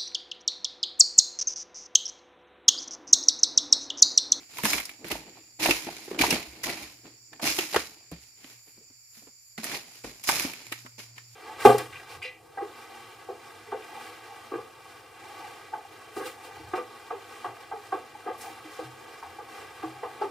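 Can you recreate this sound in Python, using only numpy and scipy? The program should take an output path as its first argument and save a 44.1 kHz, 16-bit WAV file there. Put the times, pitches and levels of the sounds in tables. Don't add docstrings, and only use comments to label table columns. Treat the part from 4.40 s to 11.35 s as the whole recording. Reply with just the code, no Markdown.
import sys
import numpy as np
from scipy import signal
from scipy.fft import rfft, irfft, next_fast_len
from scipy.io import wavfile
from scipy.ndimage import uniform_filter1d

SR = 44100
rng = np.random.default_rng(int(sys.argv[2]) if len(sys.argv) > 2 else 0)


def gain_from_db(level_db):
    decades = np.asarray(level_db, float) / 20
    return 10 ** decades


def inscribe(sig):
    pcm = np.round(np.clip(np.atleast_2d(sig).T, -1, 1) * 32767)
    wavfile.write(sys.argv[1], SR, pcm.astype(np.int16))


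N = 306495
TIME = np.arange(N) / SR


def noise(count):
    return rng.standard_normal((2, count))


def level(x, db):
    return x * gain_from_db(db) / np.sqrt(np.mean(x ** 2))


def along(points, count):
    hz, value = np.transpose(points)
    bins = np.fft.rfftfreq(count, 1 / SR)
    return np.interp(np.log(bins + 1), np.log(hz + 1), value)


def over_time(points):
    return np.interp(TIME, *np.transpose(points))


def colour(x, points):
    cepstrum = irfft(along(points, count=4096) * np.log(10) / 20)
    cepstrum[1:2048] *= 2
    cepstrum[2049:] = 0
    impulse = irfft(np.exp(rfft(cepstrum)))
    return signal.fftconvolve(x, impulse[None])[:, :N]


def ring(x, hz, width_hz):
    return signal.lfilter(*signal.iirpeak(hz, hz / width_hz, fs=SR), x)


def walk(rate):
    k = int(SR / rate)
    return uniform_filter1d(np.repeat(rng.standard_normal(N // k + 1), k), k)[:N]


# time in seconds, level in dB.
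HUSH = [(0, -2), (1.1, -4), (2.3, 1.5), (2.8, -4), (4.1, -2.5), (4.45, -2.5), (5.15, -5.5), (5.3, -2)]


def hush():
    return gain_from_db(over_time(HUSH))


# frequency in Hz, density in dB per Hz.
AIR = [(25, -15.5), (98, -4), (120, 9), (159, -24.5), (1990, -15), (3140, -28.5), (3490, -20.5),
       (4110, -29), (5090, -7), (6140, -20), (7210, -9.5), (8480, -18), (15300, -14.5)]


def air():
    return level(colour(noise(N), AIR), -60.5) * gain_from_db(0.92 * walk(3)) * hush()


# time in seconds, level in dB.
DRONE = [
    (0, -74),
    (1.1, -80),
    (2.6, -68),
    (4.3, -76),
    (5, -85),
    (5.8, -66),
    (6.15, -78),
    (6.3, -55),
    (6.95, -57.5),
]


def drone():
    phase = 2 * np.pi * np.cumsum(118 * (1 + 0.024 * walk(25))) / SR
    loud = gain_from_db(over_time(DRONE) + 1.3 * walk(36))
    return loud * (np.sin(phase) + 0.029 * np.sin(2 * phase)) * [[1], [0]]


# centre in Hz, width in Hz, level in dB, waver in dB.
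CICADAS = [
    (2340, 500, -69.5, 0.5),
    (4670, 340, -61.5, 0.5),
    (5460, 700, -65, 2),
    (7090, 510, -57.5, 1.1),
]


def cicadas():
    out = np.zeros((2, N))
    for hz, width_hz, db, waver_db in CICADAS:
        choir = ring(ring(noise(N), hz, width_hz), hz, 1.1 * width_hz)
        waver = gain_from_db(waver_db * (walk(2.64) + walk(87)))
        out += level(choir, db) * waver * (hush() if hz < 3000 else 1)
    return out


# centre in seconds, level in dB, half length in seconds.
SWELLS = [
    (1.1, -73, 1.7),
    (3.92, -74, .08),
    (4.1, -65.5, 0.085),
    (4.3, -62, 0.083),
    (4.601, -70.5, 0.11),
    (4.779, -61, 0.098),
    (5.074, -63.5, 0.093),
    (5.7, -75.5, .6),
    (6.95, -73.5, .12),
]


def high_cicada():
    high = ring(ring(noise(N), 11000, 2600), 13000, 3000)
    swell = gain_from_db(-80) + sum(gain_from_db(db) * np.exp(-((TIME - s) / half_s) ** 2) for s, db, half_s in SWELLS)
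    return level(high, 0) * swell


def grove():
    return air() + cicadas() + high_cicada() + drone()


def trunks(x, t60=0.26, db=-18, gap_s=0.0053):
    t = np.arange(SR) / SR
    tail = ring(noise(SR) * gain_from_db(-60 * t / t60) * (1 - np.exp(-t / gap_s)), 2200, 5400)
    return gain_from_db(db) * signal.fftconvolve(x, tail / np.sqrt(np.sum(tail[0] ** 2)), axes=1)[:, :N]


# start in seconds, peak in dB.
THUMPS = [(0.229, -54.5), (0.338, -48), (0.721, -47), (1.277, -42), (1.81, -38), (1.919, -49.5),
          (2.074, -50), (2.419, -54), (3.059, -48.5), (3.365, -50), (3.717, -47), (5.655, -52),
          (5.889, -52.5)]


def thumps():
    out = np.zeros((2, N + SR))
    t = np.arange(SR // 2) / SR
    envelope = (1 - np.exp(-t / 0.009)) * gain_from_db(-60 * t / 0.28)
    for s, db in THUMPS:
        hz = 62 * (1 + .15 * rng.uniform(-1, 1))
        thump = np.sin(2 * np.pi * hz * t) * envelope
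        out[0, int(s * SR):int(s * SR) + len(t)] += gain_from_db(db) * thump / thump.max()
    return out[:, :N]


def blow(db, hz, t60, push_s, sharp, other, other_db):
    t = np.arange(SR // 4) / SR
    push = noise(len(t)) * (1 - np.exp(-t / push_s)) * gain_from_db(-60 * t / t60)
    body = ring(push, hz, hz / sharp) + 0.26 * ring(push, hz, 0.99 * hz)
    second = signal.sosfilt(other, push)
    return gain_from_db(db) * (body / abs(body[0]).max() + gain_from_db(other_db) * second / abs(second[0]).max())


def lay(blows):
    out = np.zeros((2, N + SR))
    for s, sound in blows:
        out[:, int(s * SR):int(s * SR) + sound.shape[1]] += sound
    return out[:, :N]


# start in seconds, peak in dB, ring in Hz.
STALK_KNOCKS = [(0.236, -22, 212), (0.331, -30, 282), (.645, -32, 308), (.713, -21.5, 293),
                (1.289, -15.5, 370), (1.303, -21.5, 316), (1.468, -31, 306), (1.677, -32, 376),
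                (1.712, -23.5, 390), (1.804, -16.5, 261), (1.88, -25, 305), (1.924, -16.5, 243),
                (2.652, -38.5, 320), (3.028, -23.5, 313), (3.109, -41, 330), (3.185, -19.5, 360),
                (3.362, -10, 430), (3.715, -30.5, 170), (4.043, -41.5, 283), (4.272, -53.5, 313),
                (4.373, -51, 216), (4.5, -52.5, 253), (4.769, -50, 212), (4.82, -49.5, 277),
                (4.869, -44, 250), (5.18, -30.5, 226), (5.643, -25.5, 310), (6.046, -20.5, 253),
                (6.318, -36, 326), (6.448, -39.5, 244)]
# start in seconds, peak in dB, ring in Hz.
RIB_KNOCKS = [(.185, -25.5, 940), (.251, -16, 860), (.969, -44.5, 720), (1.256, -15, 740),
              (1.834, -11, 850), (2.273, -31, 1040), (2.93, -43.5, 747), (2.995, -31, 726),
              (3.343, -16, 763), (5.888, -11, 877), (6.088, -38, 840), (6.59, -51, 1030)]


def knocks():
    thud = signal.butter(2, [50, 150], "band", fs=SR, output="sos")
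    rattle = [(1.728 + k * .0163, -30.5, 354) for k in range(4)]
    blows = [(s, blow(db, hz, 0.056, 0.0024, 4.5, thud, -30)) for s, db, hz in RIB_KNOCKS]
    blows += [(s, blow(db, hz, 17 / hz, 0.0013, 7.5, thud, -36.5)) for s, db, hz in STALK_KNOCKS + rattle]
    return lay(blows)


# start in seconds, peak in dB,
# ring in Hz, top over ring in dB.
SNAPS = [(0.1832, -25.5, 2230, -1), (0.2341, -15.5, 2140, -5.5), (0.2522, -11, 1680, -6),
         (0.332, -10, 2310, -9.5), (0.3805, -19, 2330, -35.5), (0.4, -23.5, 2150, -5.5),
         (0.4533, -25, 5200, -6.5), (0.4928, -27.5, 2320, -9), (0.6442, -31.5, 1920, -23),
         (0.6826, -30, 2100, 0), (0.7155, -20, 2680, -5.5), (1.2371, -16, 2270, -10),
         (1.259, -11.5, 2410, -9.5), (1.3084, -7, 2630, -19.5), (1.4231, -33.5, 3060, -5),
         (1.791, -13.5, 2370, -18.5), (1.8123, -7, 2280, -13.5), (1.8656, -20, 2000, -14),
         (1.9053, -9, 5460, -13.5), (1.9084, -12, 2760, -29.5), (1.9249, -16, 2260, -9),
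         (2.239, -19, 2000, -18.5), (2.2932, -21, 1800, -14), (2.9307, -36, 1770, -21.5),
         (3.188, -13, 2600, -15.5), (3.3433, -18.5, 1850, -3.5), (3.361, -12, 1440, -35),
         (3.714, -61, 2340, 22), (4.0432, -35.5, 2330, -20), (5.179, -29, 1920, -32),
              (5.2414, -28, 1930, 7.5), (5.3149, -24, 1884, -15), (5.642, -40, 2220, -17.5),
              (5.8376, -33, 2240, 6.5), (5.8897, -9.5, 1530, -8), (6.134, -29.5, 2330, -6),
              (6.3229, -22, 2080, -6.5), (6.4627, -34.5, 1400, -21), (6.5915, -38, 2710, -17),
              (6.78, -32.5, 1840, -29)]


def snaps():
    top = signal.butter(3, [4500, 14800], "band", fs=SR, output="sos")
    return lay([(s, blow(db, hz, 0.041, 0.00019, 11.0, top, top_db))
                for s, db, hz, top_db in SNAPS])


def crackle(per_s, spread_db, smear_s, flutter_db):
    sizes = gain_from_db(np.minimum(spread_db * rng.exponential(size=N), 18))
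    ticks = (rng.random(N) < per_s / SR) * sizes
    fall = np.exp(-1 / (smear_s * SR))
    power = signal.lfilter([1], [1, -fall], ticks ** 2) + 1
    return np.sqrt(power) * noise(N) * gain_from_db(flutter_db * walk(80))


def patchy(x, low_hz, count, patchy_db, rate):
    pitches = low_hz * 2 ** (np.arange(count) / 4)
    return sum(ring(x, hz, hz / 2.4) * gain_from_db(patchy_db * walk(rate)) for hz in pitches)


# start in seconds, rise in seconds,
# leaflet level in dB, fall in dB per second, wood level in dB.
TUGS = [(.09, 0.15, -42, 108, -48.5), (.232, 0.03, -26.5, 53, -38.5), (.33, 0.02, -32.5, 180, -34.5),
        (.642, 0.013, -47.5, 72, -47), (.7, 0.013, -34, 270, -32.5), (1.19, 0.068, -28, 102, -31.5),
        (1.28, 0.019, -29, 130, -29), (1.42, 0.027, -49, 2, -53.5), (1.675, .04, -59, 34, -46.5),
        (1.785, 0.027, -28, 77, -28.5), (1.88, 0.056, -35.5, 128, -28), (2.232, 0.0065, -32, 250, -42),
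        (2.25, 0.05, -36.5, 155, -32.5), (3.014, 0.048, -26.5, 88, -32.5), (3.176, 0.03, -34.5, 82, -40.5),
        (3.32, 0.055, -36.5, 174, -36.5), (5.177, 0.0024, -43.5, 170.5, -41.5),
        (5.231, 0.004, -37, 47, -40), (5.27, 0.089, -40, 200, -38), (5.637, .004, -44.5, 91, -50),
        (5.83, 0.015, -35, 100, -57), (5.885, 0.0054, -30, 34, -34), (6.04, 0.0068, -45, 72.5, -39),
        (6.58, 0.018, -42.5, 274, -45.5)]
# start in seconds, rise in
# seconds, leaflet level in dB, wood level in dB.
BRUSHES = [(-.05, 0.075, -58.5, -56.5), (.59, 0.066, -80, -42.5), (.74, 0.017, -56, -40.5),
           (.8, 0.055, -79, -51.5), (.86, 0.034, -76, -50), (.94, 0.038, -62, -54.5),
           (1.196, .008, -39.5, -43), (1.46, 0.03, -44, -38.5), (2.1, .12, -59, -49.5),
           (2.36, 0.073, -44.5, -45.5), (2.629, 0.047, -65, -49.5), (2.915, 0.025, -71, -48),
           (3.326, .004, -37, -39), (3.712, 0.018, -56, -47.5), (3.8, 0.024, -53.5, -69),
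           (3.96, 0.15, -53, -57.5), (4.26, 0.022, -65.5, -58), (4.351, 0.073, -85, -60),
           (4.721, 0.058, -53.5, -68), (4.8, .08, -74.5, -62.5), (5.0, 0.128, -73, -84),
           (5.45, 0.13, -51, -64), (5.655, 0.024, -69, -40), (5.871, 0.0055, -23, -44.5),
           (6.12, 0.14, -53, -55), (6.31, 0.013, -44, -49), (6.759, 0.007, -56, -58),
           (6.86, .09, -57.5, -80)]


def effort(wood_share, gain_db, fall_factor, settle_db, settle_db_s, stiff):
    brush_fall_db_s, let_go_db_s, rise_power = 148, 224, 1.25
    rows = TUGS + [(s, rise, leaf, brush_fall_db_s, wood) for s, rise, leaf, wood in BRUSHES]
    start, rise, leaf_db, fall, wood_db = np.transpose(rows)[:, :, None]
    t = TIME[::48]
    next_peak = start[1:len(TUGS)] + rise[1:len(TUGS)]
    taken = np.append(next_peak, np.full(len(BRUSHES) + 1, N / SR))[:, None]
    after = np.maximum(t - start - rise, 0)
    fast_db = -fall_factor * fall * after - let_go_db_s * np.maximum(t - taken, 0)
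    slow_db = settle_db - settle_db_s * after
    shape = np.clip((t - start) / rise, 0, 1) ** rise_power * (gain_from_db(2 * fast_db) + gain_from_db(2 * slow_db))
    held_db = stiff * np.minimum(wood_db + 35.5, 0)
    peak = gain_from_db(2 * (gain_db + leaf_db + wood_share * (wood_db - leaf_db) + held_db))
    return np.interp(TIME, t, np.sqrt(np.sum(peak * shape, axis=0)))


# frequency in Hz, density in dB per Hz.
LEAF = [(1650, -17.5), (2800, -16.5), (3100, -19), (4840, 6), (5980, 0.5), (7020, 2), (7770, -7),
        (11300, -1), (14700, -8.5), (15500, -7.5), (16000, -44.5)]
FIBRE = [(530, -18.5), (900, -14), (1620, -10), (1910, -6), (2120, -4.5), (2370, -1.5), (2940, -8),
         (3600, -12), (4680, -2.5), (7920, -120)]
RIB = [(400, -16.5), (600, -2), (820, 0), (1050, -8), (1400, -16.5), (2500, -43.5)]
STALK = [(30, -41), (60, -19), (90, -20), (170, -11.5), (305, -7.5), (450, -8.5), (650, -26), (1500, -58)]
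# share of the wood level 0-1, gain in dB, fall factor,
# settling level under the peak in dB, settling fall in dB per second.
PARTS = [
    (0.0, -1.13, 0.74, -26, 55),
    (.45, 1.5, 1.07, -16.5, 56),
    (.85, -4.5, 2.58, -14, 69.5),
    (1.0, -4.24, 1.83, -14.5, 61.5),
]


def fronds():
    jerks = crackle(1200, spread_db=2.5, smear_s=0.0011, flutter_db=0.62)
    slips = crackle(280, spread_db=4.5, smear_s=.0015, flutter_db=1.16)
    crunch = patchy(jerks, 850, count=18, patchy_db=2.7, rate=65)
    stalk = colour(jerks + .4 * slips, STALK)
    stalk = stalk + gain_from_db(5.5) * ring(stalk, 314.5, 22) * (TIME < 3.6)
    parts = colour(crunch, LEAF), colour(crunch, FIBRE), colour(slips, RIB), stalk
    stiffness = (0, 0, .3, 0)
    return sum(level(part, 0) * effort(*answer, stiff)
               for part, answer, stiff in zip(parts, PARTS, stiffness))


# frequency in Hz, likeness from 0 to 1.
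ALIKE = [(250, .98), (500, .94), (950, .8), (1250, .32), (2000, .2), (4000, 0)]
# frequency in Hz, left minus right in dB.
LEAN = [(700, -.2), (1290, -2), (2380, -4.5), (4400, 0), (8120, -3.8), (15000, -1.5)]


def ports(x):
    size = next_fast_len(N + SR // 10)
    alike = np.clip(along(ALIKE, count=size), 0, 1)
    lean_db = along(LEAN, count=size)
    mid, side = rfft(x, size) * np.sqrt([1 + alike, 1 - alike])
    left_right = np.array([mid + side, mid - side]) * gain_from_db(np.array([lean_db, -lean_db]) / 2)
    return irfft(left_right, size)[:, :N]


def scene():
    work = thumps() + knocks() + snaps() + fronds()
    return ports(work + trunks(work) + grove()) / np.sqrt(2)


def low_pass(x):
    return signal.sosfilt(signal.butter(12, 16810, fs=SR, output="sos"), x)


def record(dry):
    top = signal.ellip(5, .3, 28, 15300, fs=SR, output="sos")
    return low_pass(signal.sosfilt(top, dry))


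dry = scene()
out = record(dry)
inscribe(out)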